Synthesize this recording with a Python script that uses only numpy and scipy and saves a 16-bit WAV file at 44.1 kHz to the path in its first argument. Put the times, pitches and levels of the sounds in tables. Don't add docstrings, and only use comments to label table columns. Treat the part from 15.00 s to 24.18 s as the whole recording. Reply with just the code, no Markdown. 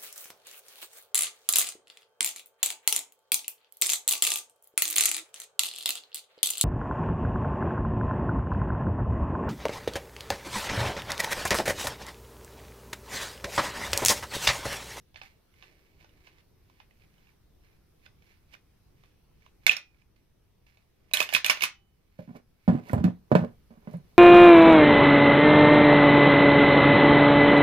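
import sys
import numpy as np
from scipy import signal
from scipy.io import wavfile
from scipy.ndimage import uniform_filter1d

SR = 44100
rng = np.random.default_rng(int(sys.argv[2]) if len(sys.argv) > 2 else 0)


def voltage_ratio(decibels):
    exponent = np.asarray(decibels, float) / 20
    return 10 ** exponent


def output_pcm(signal):
    pcm = np.clip(np.atleast_2d(signal).T, -1, 1) * 32767
    wavfile.write(sys.argv[1], SR, np.round(pcm).astype(np.int16))


N = 404838

# frequency in Hz, density in dB per Hz.
AIR_COLOUR = [(12, -29.5), (20, 0), (43, -3.5), (143, -9.5), (251, -19), (351, -16.5), (440, -19.5),
              (583, -25.5), (1390, -32), (3330, -35.5), (5830, -36.5), (7100, -44), (11800, -38),
              (15200, -39), (16500, -57.5)]
# frequency in Hz, left-right correlation.
PORT_LIKENESS = [(60, 0.82), (180, 0.72), (550, 0.028), (1650, 0.65), (4970, -0.065), (15000, -0.04)]
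# time in seconds, gain in dB.
BACKGROUND_GAIN = [
    (0, 1),
    (4.65, 0.5),
    (4.75, -3),
    (6.1, -1.5),
    (6.7, -3.5),
    (7.599, -2),
    (8.5, 1.4),
    (9.18, 3.5),
]
# peak time in seconds, level in dB, 20 dB rise and 20 dB fall in seconds.
RUB_STROKES = [(.17, -56, -0.08, 0.08), (.22, -52.5, -0.02, 0.11), (.58, -67, 0.1, 0.74),
               (.63, -60, -0.1, 0.2), (1.025, -62.5, 0.1, 0.05), (1.28, -58, 0.07, 0.02),
               (1.41, -69.5, 1, 0), (1.8, -70, 0.2, -0.18), (2.04, -67, 0.13, 0.03),
               (2.3, -69.5, .45, 0.05), (2.64, -70, .035, 0.22), (3.063, -59.5, 0.06, 0),
               (3.31, -64.5, 0.14, 0.1), (3.542, -53, 0.04, 0.02), (4.04, -71, 0.15, 0.14),
               (4.46, -67.5, 0.1, 0.03), (4.64, -67, 0.04, 0.12), (5.022, -74, 0.2, -0.07),
               (5.16, -74.5, 0, 0.1), (5.664, -67, -0.06, 0.22), (5.78, -75, 0.16, -2),
               (6.115, -74, 0.2, -0.34)]
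# peak time in seconds, level in dB, 20 dB rise and fall in seconds.
SCUFF_STROKES = [(7.19, -63, .008, 0.12), (7.37, -59.5, .05, 0.024), (7.33, -72.5, .4, 0.032),
                 (7.67, -71.5, .15, 0.0054), (7.76, -75, .01, 0.17), (7.894, -55.5, .1, 0.048),
                 (7.92, -54.5, .1, 0.012), (8.37, -59.5, .015, 0.092), (8.05, -62, .012, .07),
                 (8.7, -85, .4, .5), (8.706, -73.5, .007, 0.052), (8.942, -66, .17, 0.065),
                 (9.1, -80, .3, 0.52)]
# peak time in seconds, level in dB, 20 dB rise and fall in seconds.
RAIL_STROKES = [(4.7, -41.5, -0.0021, 0.0041), (6.1395, -33.5, -0.04, 0.1658), (6.19, -33, -0.02, 0.1),
                (6.21, -41, -0.0143, 0.06), (6.293, -47, -0.0173, 0.08), (6.344, -33, 0.042, 0.01),
                (6.359, -28.5, -0.008, 0.04), (6.449, -38, -0.0128, 0.1237),
                (6.504, -33.5, -0.0215, 0.0848), (6.639, -34, -0.0157, 0.0483), (6.633, -31.5, 0.04, 0),
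                (4.72, -41, 0.02, 0.0173)]
# frequency in Hz, density in dB per Hz.
RUB_COLOUR = [(290, -56.5), (500, -15), (800, -3), (1350, -6), (2300, 4.5), (3400, -6.5), (4300, -6.5),
              (5510, -10), (6960, -16), (15100, -24), (16500, -38.5)]
# low share in dB, top share in dB, dulling in dB per dB of firm pressure.
GRIT = [
    (-4, -3.5, 0.7),
    (-3, 7, -0.5),
    (-6, -3.5, -0.33),
]
# start in seconds, peak in dB, strongest ring in Hz, ring over contact in dB.
TICKS = [(0.144, -44.5, 2880, -10), (0.1588, -32.5, 2590, -6), (0.215, -31.5, 2520, -1),
         (0.5398, -55, 2100, -2), (0.625, -37, 2500, -8), (0.6382, -45, 2660, -1), (1.01, -47.5, 2330, 1),
         (1.045, -45.5, 910, -8), (1.092, -53, 2920, -6), (1.272, -43, 2140, -9), (1.3834, -48, 1990, -4),
         (1.6985, -49.5, 990, -3), (1.801, -39.5, 960, -6.5), (1.909, -51, 1960, 1), (2.02, -53, 2500, 9),
         (2.181, -55.5, 3000, 0), (2.27, -54, 2670, 7.5), (3.0626, -40.5, 2500, -4),
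         (3.2224, -52, 2320, -2), (3.525, -52, 2880, 2), (3.541, -37.5, 2350, 7), (3.55, -43, 1510, 3),
         (1.2735, -52, 720, 1), (0.217, -42, 900, 3), (3.064, -45.5, 1520, 10), (4.037, -48.5, 1210, -8),
         (4.4214, -52, 2280, 3), (4.4631, -45, 1060, 0), (4.945, -55, 2340, 1), (5.0194, -58, 2450, 0),
         (5.669, -54, 2664, 4), (5.772, -51, 2280, -9)]
# start in seconds, peak in dB, strongest ring in Hz, top in dB,
# extra low body in dB.
CLACKS = [(4.6658, -3, 2220, -20.5, 1), (4.6798, -16.5, 2300, -26, -4), (4.7035, -25.5, 2900, -23.5, -3.5),
          (4.7123, -15.5, 3150, -27, -6), (4.7193, -17.5, 2330, -28, -4), (4.731, -22, 2513, -28, -4),
          (6.1355, -5.5, 3890, -4.5, -1), (6.1386, -8, 2470, -12.5, -1), (6.1418, -11, 4050, -21, -0.5),
          (6.1493, -18.5, 2497, -7.5, 0), (6.171, -9.5, 3250, -15, 3), (6.2033, -6.5, 2510, -20.5, 10),
          (6.2154, -14.5, 1240, -24.5, -1), (6.2268, -17, 3600, -9.5, -2), (6.2899, -21.5, 2690, -28, 2),
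          (6.3265, -22, 760, -21.5, 2.5), (6.338, -9, 2410, -11.5, -3.5), (6.349, -4.5, 2515, -23, -3),
          (6.3557, -16, 4060, -19, -1.5), (6.3636, -15, 1210, -19.5, 3.5), (6.4453, -8, 2760, -23.5, -5.5),
          (6.4627, -8, 2440, -12.5, 1.5), (6.477, -34, 2200, -19, -2.5), (6.4835, -20, 2380, -22.5, -1),
          (6.4976, -2.5, 2280, -21.5, 11), (6.5006, -9, 5420, -21, -2), (6.506, -10.5, 3030, -14, -0.5),
          (6.515, -16.5, 1990, -24, 2.5), (6.572, -27.5, 2600, -31, -2), (6.6214, -10.5, 2270, -17.5, 0),
          (6.6364, -7, 2490, -16.5, 1.5), (6.6383, -20.5, 3920, -20, -3)]
# start in seconds, peak in dB, strongest ring in Hz, top in dB,
# ring over contact in dB.
TOUCHES = [(4.6938, -3, 2560, -29, 15.5), (4.7668, -19.5, 5400, -22.5, -4), (6.6076, -20, 2720, -23, 5),
           (6.6222, -20.5, 3800, -23, 1), (6.6225, -20.5, 4900, -14, 4), (8.3525, -26.5, 3100, -22, 0.5),
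           (4.667, -14.5, 3600, -21.5, 6), (6.1124, -41, 2600, -28, -3.5), (7.895, -31.5, 1940, -29, 15),
           (7.897, -40, 1450, -28, 8), (7.88, -47.5, 800, -24, 8.5), (8.0415, -29, 4600, -19, -20),
           (7.9315, -32.5, 8500, -1, -11), (6.3345, -19.5, 2300, -11, -2.5), (8.912, -54, 5000, -5, -14.5),
           (8.932, -52, 4000, -2, -14), (8.97, -52, 10000, 5, -3)]
# frequency in Hz, density in dB per Hz.
STEEL_COLOUR = [(88, -72.5), (150, -27.5), (479, -11), (594, -6), (798, -3.5), (1150, -10.5), (1700, -14),
                (2450, -9.5), (5480, -19.5), (6680, -16), (12800, -17), (15300, -25.5), (16500, -58.5)]
# frequency in Hz, level in dB, T60 in seconds.
SLIDE_MODES = [(1800, -18, .07), (2260, -7, .08), (2440, -2, .11), (2540, 0, .1), (2830, -7, .07),
               (3180, -8, .07), (3350, -9, .07), (3900, -8, .06), (5800, -15, .06), (12400, -20, .08)]
# start in seconds, frequency in Hz, level in dB, T60 in seconds.
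LONG_RINGS = [(6.637, 790, -69, .8), (6.637, 3000, -56, .55), (6.639, 4000, -38, .09),
              (6.65, 5750, -44, .08), (4.666, 5800, -32, .07), (7.896, 1450, -43, .1),
              (7.87, 950, -55, .15), (4.7, 2530, -44, .2), (7.205, 545, -46, .13), (4.694, 2455, -35, .33),
              (6.349, 2540, -25, .13), (6.638, 2500, -28, .12), (6.204, 2540, -31, .12),
              (6.215, 12400, -39, .1), (8.95, 4250, -83, 1.5), (.216, 780, -53, .16), (.216, 4350, -57, .1),
              (.159, 4350, -56, .1)]
# time in seconds, level in dB.
FAR_HUM_LEVEL = [
    (0.3, -97),
    (.7, -72.5),
    (1.3, -75),
    (1.9, -95),
]
# start in seconds, peak in dB, panel mode in Hz, upper modes in dB,
# time until gripped in seconds.
NUDGES = [(7.190, -29, 216.5, -9, .045), (7.276, -39, 189, -20, 0.014), (7.29, -35, 231, -22, .01),
          (7.345, -46, 230, 3, .012), (7.352, -38.5, 237, -3, .012), (7.306, -36.5, 195, -19, .008),
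          (7.9, -32, 202, -25, .035), (8.7061, -41, 222, -2.5, 0.021), (8.772, -45.5, 218, -28.5, 0.033),
          (8.873, -29.5, 208.6, -8.5, 0.029), (8.917, -41.5, 182, -10.5, 0.022),
          (8.938, -28.5, 173, -8.5, 0.029), (8.979, -42, 152.7, -39.5, .03), (6.203, -47.5, 100, -20, .03),
          (6.349, -54, 110, -20, .03), (6.497, -53, 130.5, -7, 0.033)]
# start in seconds, peak in dB, panel mode in Hz, upper modes in dB,
# contact snap in dB.
KNOCKS = [(7.678, -9, 219.7, -10.5, -33.5), (7.688, -11.5, 200, -9.5, -33.5), (7.699, -15, 207, -11, -37.5),
          (7.725, -16, 193, -28.5, -51), (7.742, -24, 200, -26, -50), (7.749, -14, 225, -25, -51),
          (7.932, -8.5, 113, -8.5, -36.5), (7.962, -20, 210, -20, -36), (7.979, -16, 92, -12, -37),
          (8.007, -21, 215, -25.5, -40), (8.041, -10.5, 198, -15.5, -35), (8.051, -12.5, 204, -23, -40.5),
          (8.063, -21, 207, -24, -50), (8.079, -19.5, 207, -16, -50.5), (8.316, -3, 178, 14.5, -35),
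          (8.3241, -10.5, 206, -14, -39), (8.3522, -2, 224.3, 12, -29), (8.357, -9.5, 225, -9.5, -41),
          (8.374, -22, 200, -6, -30.5), (8.391, -18, 218, -9, -37.5), (8.413, -23.5, 163, -11, -48),
          (8.426, -21, 191, -8.5, -52), (8.439, -21.5, 216, -0.5, -49), (8.458, -36.5, 197, -12, -45)]
# frequency in Hz, level in dB, T60 in seconds.
CARDBOARD_MODES = [(100.8, -17.5, 0.13), (127, -15.5, 0.16), (150, -9, 0.13), (205.6, -9.5, 0.15),
                   (248.7, 16, 0.053), (310, 0, 0.017), (365, -3, 0.06), (430, -0.5, 0.16),
                   (547, -3, 0.065), (542, 8.5, 0.043), (599.3, 6.5, 0.083), (676, 2.5, 0.05),
                   (780, -6.5, 0.026), (920, -6, 0.06)]
# frequency in Hz, density in dB per Hz.
SNAP_COLOUR = [(410, -36), (700, -3), (1340, -14), (1470, -11), (2700, -25), (3040, -29.5), (7170, -43.5),
               (14500, -53.5), (16500, -68.5)]
# peak time in seconds, level in dB, 20 dB rise and fall in seconds.
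RATTLE_STROKES = [(7.193, -56, -0.02, -0.02), (7.295, -51, -0.04, -0.03), (7.36, -49, .035, .045),
                  (7.682, -32, -0.005, 0.1), (7.752, -38.5, 0, 0.08), (7.9, -45.5, .06, 0.17),
                  (7.935, -36, 0.0041, 0.0851), (7.982, -37.5, .004, 0.0669), (8.042, -37, 0.0272, .08),
                  (8.32, -39, 0.0167, -0.03), (8.356, -32.5, 0.0129, 0.106), (8.44, -45.5, 0.12, 0.08),
                  (8.709, -64, -0.1, 0.65), (8.876, -56.5, 0.08, 0.2), (8.942, -58, 0.05, 0.1)]
# frequency in Hz, density in dB per Hz.
RATTLE_COLOUR = [(150, -30.5), (320, -9.5), (570, 2.5), (950, -9.5), (1450, -14), (2200, -21.5),
                 (4000, -33.5), (9000, -50)]
# frequency in Hz, T60 in seconds.
ROOM_T60 = [(100, .3), (500, 0.19), (2500, 0.2), (6000, 0.2), (14000, 0.067)]
# frequency in Hz, gain in dB.
LEFT_SHADE = [(100, -3), (500, -5), (2500, -11), (6000, -12), (14000, -18)]

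AIR_DB = -64.5
FIRM_DB, IDLE_DB = -63.5, -96.5
TICK_TOP_DB, TICK_DULLING = -30, 1.2
CLACK_NOTE_DB = -5
BODY_DB, BODY_SLOPE, BODY_MAX_DB = -31.5, -.4, -16
BLOB_S = .0015
FUZZ_S = .002
NOTE_TO_ROOM = .3
PRESSED_T60_S, FREE_T60_S, FREE_DB = 0.05, 0.084, -21
NUDGE_SNAP_DB, NUDGE_T60_S = -32, .17
GRIP_T60_S, LAST_HOLD_S = .045, .04
PAIR = .8
LEFT_LAG_SAMPLES = 10
EDGE_HZ = 16500


def evened(x):
    return x / np.sqrt(np.mean(x ** 2) + 1e-20)


def peak_one(x):
    return x / abs(x).max()


def read(points, hz):
    f, value = np.transpose(points)
    return np.interp(np.log(hz + 1), np.log(f + 1), value)


def add(mix, s, sound):
    part = mix[round(s * SR):][:len(sound)]
    part += sound[:len(part)]


def colour(x, gain_db):
    hz = abs(np.fft.fftfreq(4096, 1 / SR))
    log_gain = np.log(voltage_ratio(np.maximum(gain_db(hz), -100)))
    taps = np.fft.ifft(np.exp(np.conj(signal.hilbert(log_gain)))).real[:2048]
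    return signal.fftconvolve(x, taps)[:len(x)]


def ring(t, hz, t60, phase=0):
    return voltage_ratio(-60 * t / t60) * np.sin(2 * np.pi * (hz * t + phase))


def strokes(rows):
    s, db, rise, fall = np.transpose(rows)[:, :, None]
    t = np.arange(0, N / SR, 1 / 1000) - s
    swell = np.minimum(t / np.maximum(rise, 1 / 1000), -t / np.maximum(fall, 1 / 1000))
    return (db + 20 * swell).max(0)


def per_sample(level):
    return np.interp(np.arange(N) / SR * 1000, np.arange(len(level)), level)


def air():
    frames, hz = N // 256 + 5, np.fft.rfftfreq(1024, 1 / SR)
    a, b, c, d, patches = rng.standard_normal((frames, 513, 5)).T
    patches = evened(uniform_filter1d(uniform_filter1d(patches, 10, 0), 14, 1))
    same = np.clip(read(PORT_LIKENESS, hz), -1, 1)[:, None]
    left = a + 1j * b
    z = np.array([left, same * left + np.sqrt(1 - same ** 2) * (c + 1j * d)])
    z *= voltage_ratio(read(AIR_COLOUR, hz)[:, None] + 1.6 * patches)
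    hiss = evened(signal.istft(z, nperseg=1024, noverlap=768)[1][:, :N])
    gain_db = np.interp(np.arange(N) / SR, *np.transpose(BACKGROUND_GAIN))
    return voltage_ratio(AIR_DB + 1.0 + gain_db) * hiss


def rub():
    strength = voltage_ratio(2.2 * np.minimum(rng.exponential(1, N), 5))
    slips = strength * (rng.random(N) < 3500 / SR) * rng.standard_normal(N)
    low_points = [(120, -29.5), (300, -1.5), (500, 0.5), (1000, -2.0), (1800, -29)]
    top_points = [(4000, -39.5), (7500, 2.0), (15500, -3), (16500, -31.5)]
    main = evened(colour(slips, lambda f: read(RUB_COLOUR, f)))
    low = evened(colour(slips, lambda f: read(low_points, f)))
    top = evened(colour(slips, lambda f: read(top_points, f)))
    out = np.zeros(N)
    for rows, (low_db, top_db, dulling) in zip((RUB_STROKES, SCUFF_STROKES, RAIL_STROKES), GRIT):
        level_db = strokes(rows)
        edges_db = level_db - dulling * np.maximum(level_db - FIRM_DB, 0)
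        grit = voltage_ratio(low_db - 21) * low + voltage_ratio(top_db - 18) * top
        out += per_sample(voltage_ratio(level_db - 3.0)) * main + per_sample(voltage_ratio(edges_db - 3.0)) * grit
    return out + voltage_ratio(IDLE_DB) * main


def body_db(db):
    return min(BODY_DB + BODY_SLOPE * db, BODY_MAX_DB)


def clack(s, db, hz, low_db, top_db, note_db):
    t = np.arange(6000) / SR
    chatter = rng.standard_normal(len(t)) * voltage_ratio(2.0 * rng.exponential(1, len(t) // 30).repeat(30))
    drive = rng.standard_normal(len(t)) * (1 - np.exp(-t / 0.00067)) * voltage_ratio(-60 * t / 0.0099)
    drive += 0.15 * chatter * voltage_ratio(-60 * t / 0.075)
    drive[8] += 3.5
    tilt = [(900, low_db + 11.0), (1500, 0.00022), (3200, 0.00028), (6000, 0.2 * (top_db + 19.5)),
            (7500, top_db + 9.5), (13000, top_db + 12.0), (15500, top_db + 16.5)]
    body = peak_one(colour(drive, lambda f: read(STEEL_COLOUR, f) + read(tilt, f)))

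    swell = np.minimum(t / BLOB_S, 1) * np.exp(-(t / BLOB_S - 1.2) ** 2 / 2)
    blob = swell * (ring(t, hz, .1) + 0.78 * ring(t, 1.3 * hz, 0.0087, rng.random()))
    note = peak_one(blob + .07 * peak_one(signal.fftconvolve(drive, blob[:1000])[:len(t)]))

    slide = sum(voltage_ratio(d + 3.9 * rng.standard_normal()) * ring(t, f * rng.uniform(1.0, 1.005), t60)
                for f, d, t60 in SLIDE_MODES)
    slide = peak_one(slide) * np.cos(np.pi / 2 * t / t[-1])
    share = voltage_ratio(db) / (1 + voltage_ratio(note_db))
    return s, share * body + voltage_ratio(db) * 0.12 * slide, share * voltage_ratio(note_db) * note


def steel_contacts():
    ticks = [clack(s, db, hz, body_db(db), TICK_TOP_DB - TICK_DULLING * (db + 47.5), note_db)
             for s, db, hz, note_db in TICKS]
    clacks = [clack(s, db, hz, body_db(db) + more_db, top_db, CLACK_NOTE_DB)
              for s, db, hz, top_db, more_db in CLACKS]
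    touches = [clack(s, db, hz, body_db(db), top_db, note_db) for s, db, hz, top_db, note_db in TOUCHES]
    return ticks + clacks + touches


def long_ring(hz, db, t60):
    waver = evened(uniform_filter1d(rng.standard_normal(SR), round(FUZZ_S * SR)))
    strength = .6 + .8 * waver if t60 < .25 and hz > 2000 else 1
    return voltage_ratio(db) * ring(np.arange(SR) / SR, hz, t60) * strength


def far_hum():
    band = [(200, -40), (290, -3), (340, -0.5), (420, -7.5), (700, -14), (1000, -45)]
    drone = colour(rng.standard_normal(N), lambda f: read(band, f))
    return voltage_ratio(np.interp(np.arange(N) / SR, *np.transpose(FAR_HUM_LEVEL))) * evened(drone)


def knock(s, db, hz, upper_db, snap_db, t60, hold):
    t = np.arange(10000) / SR
    t60 = max(t60, .02)
    push = rng.standard_normal(len(t)) * 0.04 * voltage_ratio(-60 * t / 0.11)
    push[0] = -1
    push = signal.fftconvolve(push, np.hanning(24))[:len(t)]
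    modes = [voltage_ratio(d + 2.3 * rng.standard_normal()) * ring(t, f * rng.uniform(0.97, 1.03), w * t60 * 10)
             for f, d, w in CARDBOARD_MODES]
    low = peak_one(ring(t, hz, t60) + 0.15 * ring(t, PAIR * hz, t60) + 0.35 * peak_one(sum(modes[:6])))
    panel = low + voltage_ratio(upper_db + 4.5) * peak_one(sum(modes[6:]))
    panel = signal.sosfilt(signal.butter(2, hz / 2, "high", fs=SR, output="sos"), panel)
    crumple = rng.standard_normal(len(t)) * (voltage_ratio(-60 * t / 0.036) + 0.5 * voltage_ratio(-60 * t / 0.14))
    snap = peak_one(colour(crumple, lambda f: read(SNAP_COLOUR, f)))
    grip = voltage_ratio(-60 * np.maximum(t - hold, 0) / GRIP_T60_S)
    thump = grip * peak_one(signal.fftconvolve(push, panel)[:len(t)])
    return s, voltage_ratio(db) * (thump + voltage_ratio(snap_db + 18.5) * snap)


def cardboard():
    bench = np.zeros(N)
    for s, db, hz, upper_db, hold in NUDGES:
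        add(bench, *knock(s, db, hz, upper_db, NUDGE_SNAP_DB, NUDGE_T60_S, hold))
    holds = np.diff([row[0] for row in KNOCKS], append=N / SR)
    for row, hold in zip(KNOCKS, holds):
        t60 = PRESSED_T60_S + (FREE_T60_S - PRESSED_T60_S) * min(row[1] / FREE_DB, 1)
        add(bench, *knock(*row, t60, min(hold, LAST_HOLD_S)))
    return bench


def rattle():
    strength = voltage_ratio(2.7 * np.minimum(rng.exponential(1, N), 4))
    taps = strength * (rng.random(N) < 900 / SR) * rng.standard_normal(N)
    t = np.arange(3000) / SR
    modes = sum(ring(t, f, t60 / 2, rng.random()) for f, _, t60 in CARDBOARD_MODES[5:])
    shake = evened(colour(taps, lambda f: read(RATTLE_COLOUR, f)))
    shake += 0.79 * evened(signal.oaconvolve(taps, modes)[:N])
    return per_sample(voltage_ratio(strokes(RATTLE_STROKES))) * evened(shake)


def ports(x, lag=LEFT_LAG_SAMPLES):
    return np.array([colour(np.roll(x, lag), lambda f: read(LEFT_SHADE, f)), x])


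def room(x):
    taps = np.zeros((2, SR // 2))
    at = np.arange(60, SR // 2 - 20, 20) + rng.integers(0, 20, (2, (SR // 2 - 61) // 20))
    np.put_along_axis(taps, at, rng.choice([-1., 1.], at.shape), 1)
    hz, t, z = signal.stft(taps, SR, nperseg=256)
    same = np.clip(read(PORT_LIKENESS, hz), 0, 1)[:, None]
    z[0] = same * z[1] + np.sqrt(1 - same ** 2) * z[0]
    decay = voltage_ratio(-60 * t / read(ROOM_T60, hz)[:, None]) + 0.8 * voltage_ratio(-60 * t / 0.013)
    tail = signal.istft(z * decay, SR, nperseg=256)[1]
    return signal.fftconvolve(x[None], tail / np.linalg.norm(tail[0]), axes=1)[:, :N]


def scene():
    near_end, far_end, to_room = np.zeros((3, N))
    hands = rub()
    for k, (s, body, note) in enumerate(steel_contacts()):
        add((near_end, far_end)[k % 2], s, body + note)
        add(to_room, s, body + NOTE_TO_ROOM * note)
    for s, hz, db, t60 in LONG_RINGS:
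        add(near_end, s, long_ring(hz, db, t60))
    bench = cardboard() + rattle()
    direct = ports(voltage_ratio(5.0) * near_end + voltage_ratio(1.0) * bench + voltage_ratio(6.0) * hands)
    direct += ports(voltage_ratio(6.0) * far_end, lag=LEFT_LAG_SAMPLES + 2)
    near = direct + room(voltage_ratio(-2.5) * to_room + voltage_ratio(-13) * bench + voltage_ratio(-5.5) * hands)
    near = signal.sosfilt(signal.butter(4, 75, "high", fs=SR, output="sos"), near)
    return near + air() + far_hum()


def roll_off(x):
    return signal.sosfilt(signal.butter(12, 16930, fs=SR, output="sos"), x)


def record(dry):
    over = np.maximum(abs(dry) - .6, 0)
    limited = dry - np.sign(dry) * (over - .3 * np.tanh(over / .3))
    low_pass = signal.firwin(255, EDGE_HZ, window=("kaiser", 9), fs=SR)
    mix = signal.oaconvolve(limited, low_pass[None], "same")
    return roll_off(mix)


dry = scene()
out = record(dry)
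output_pcm(out)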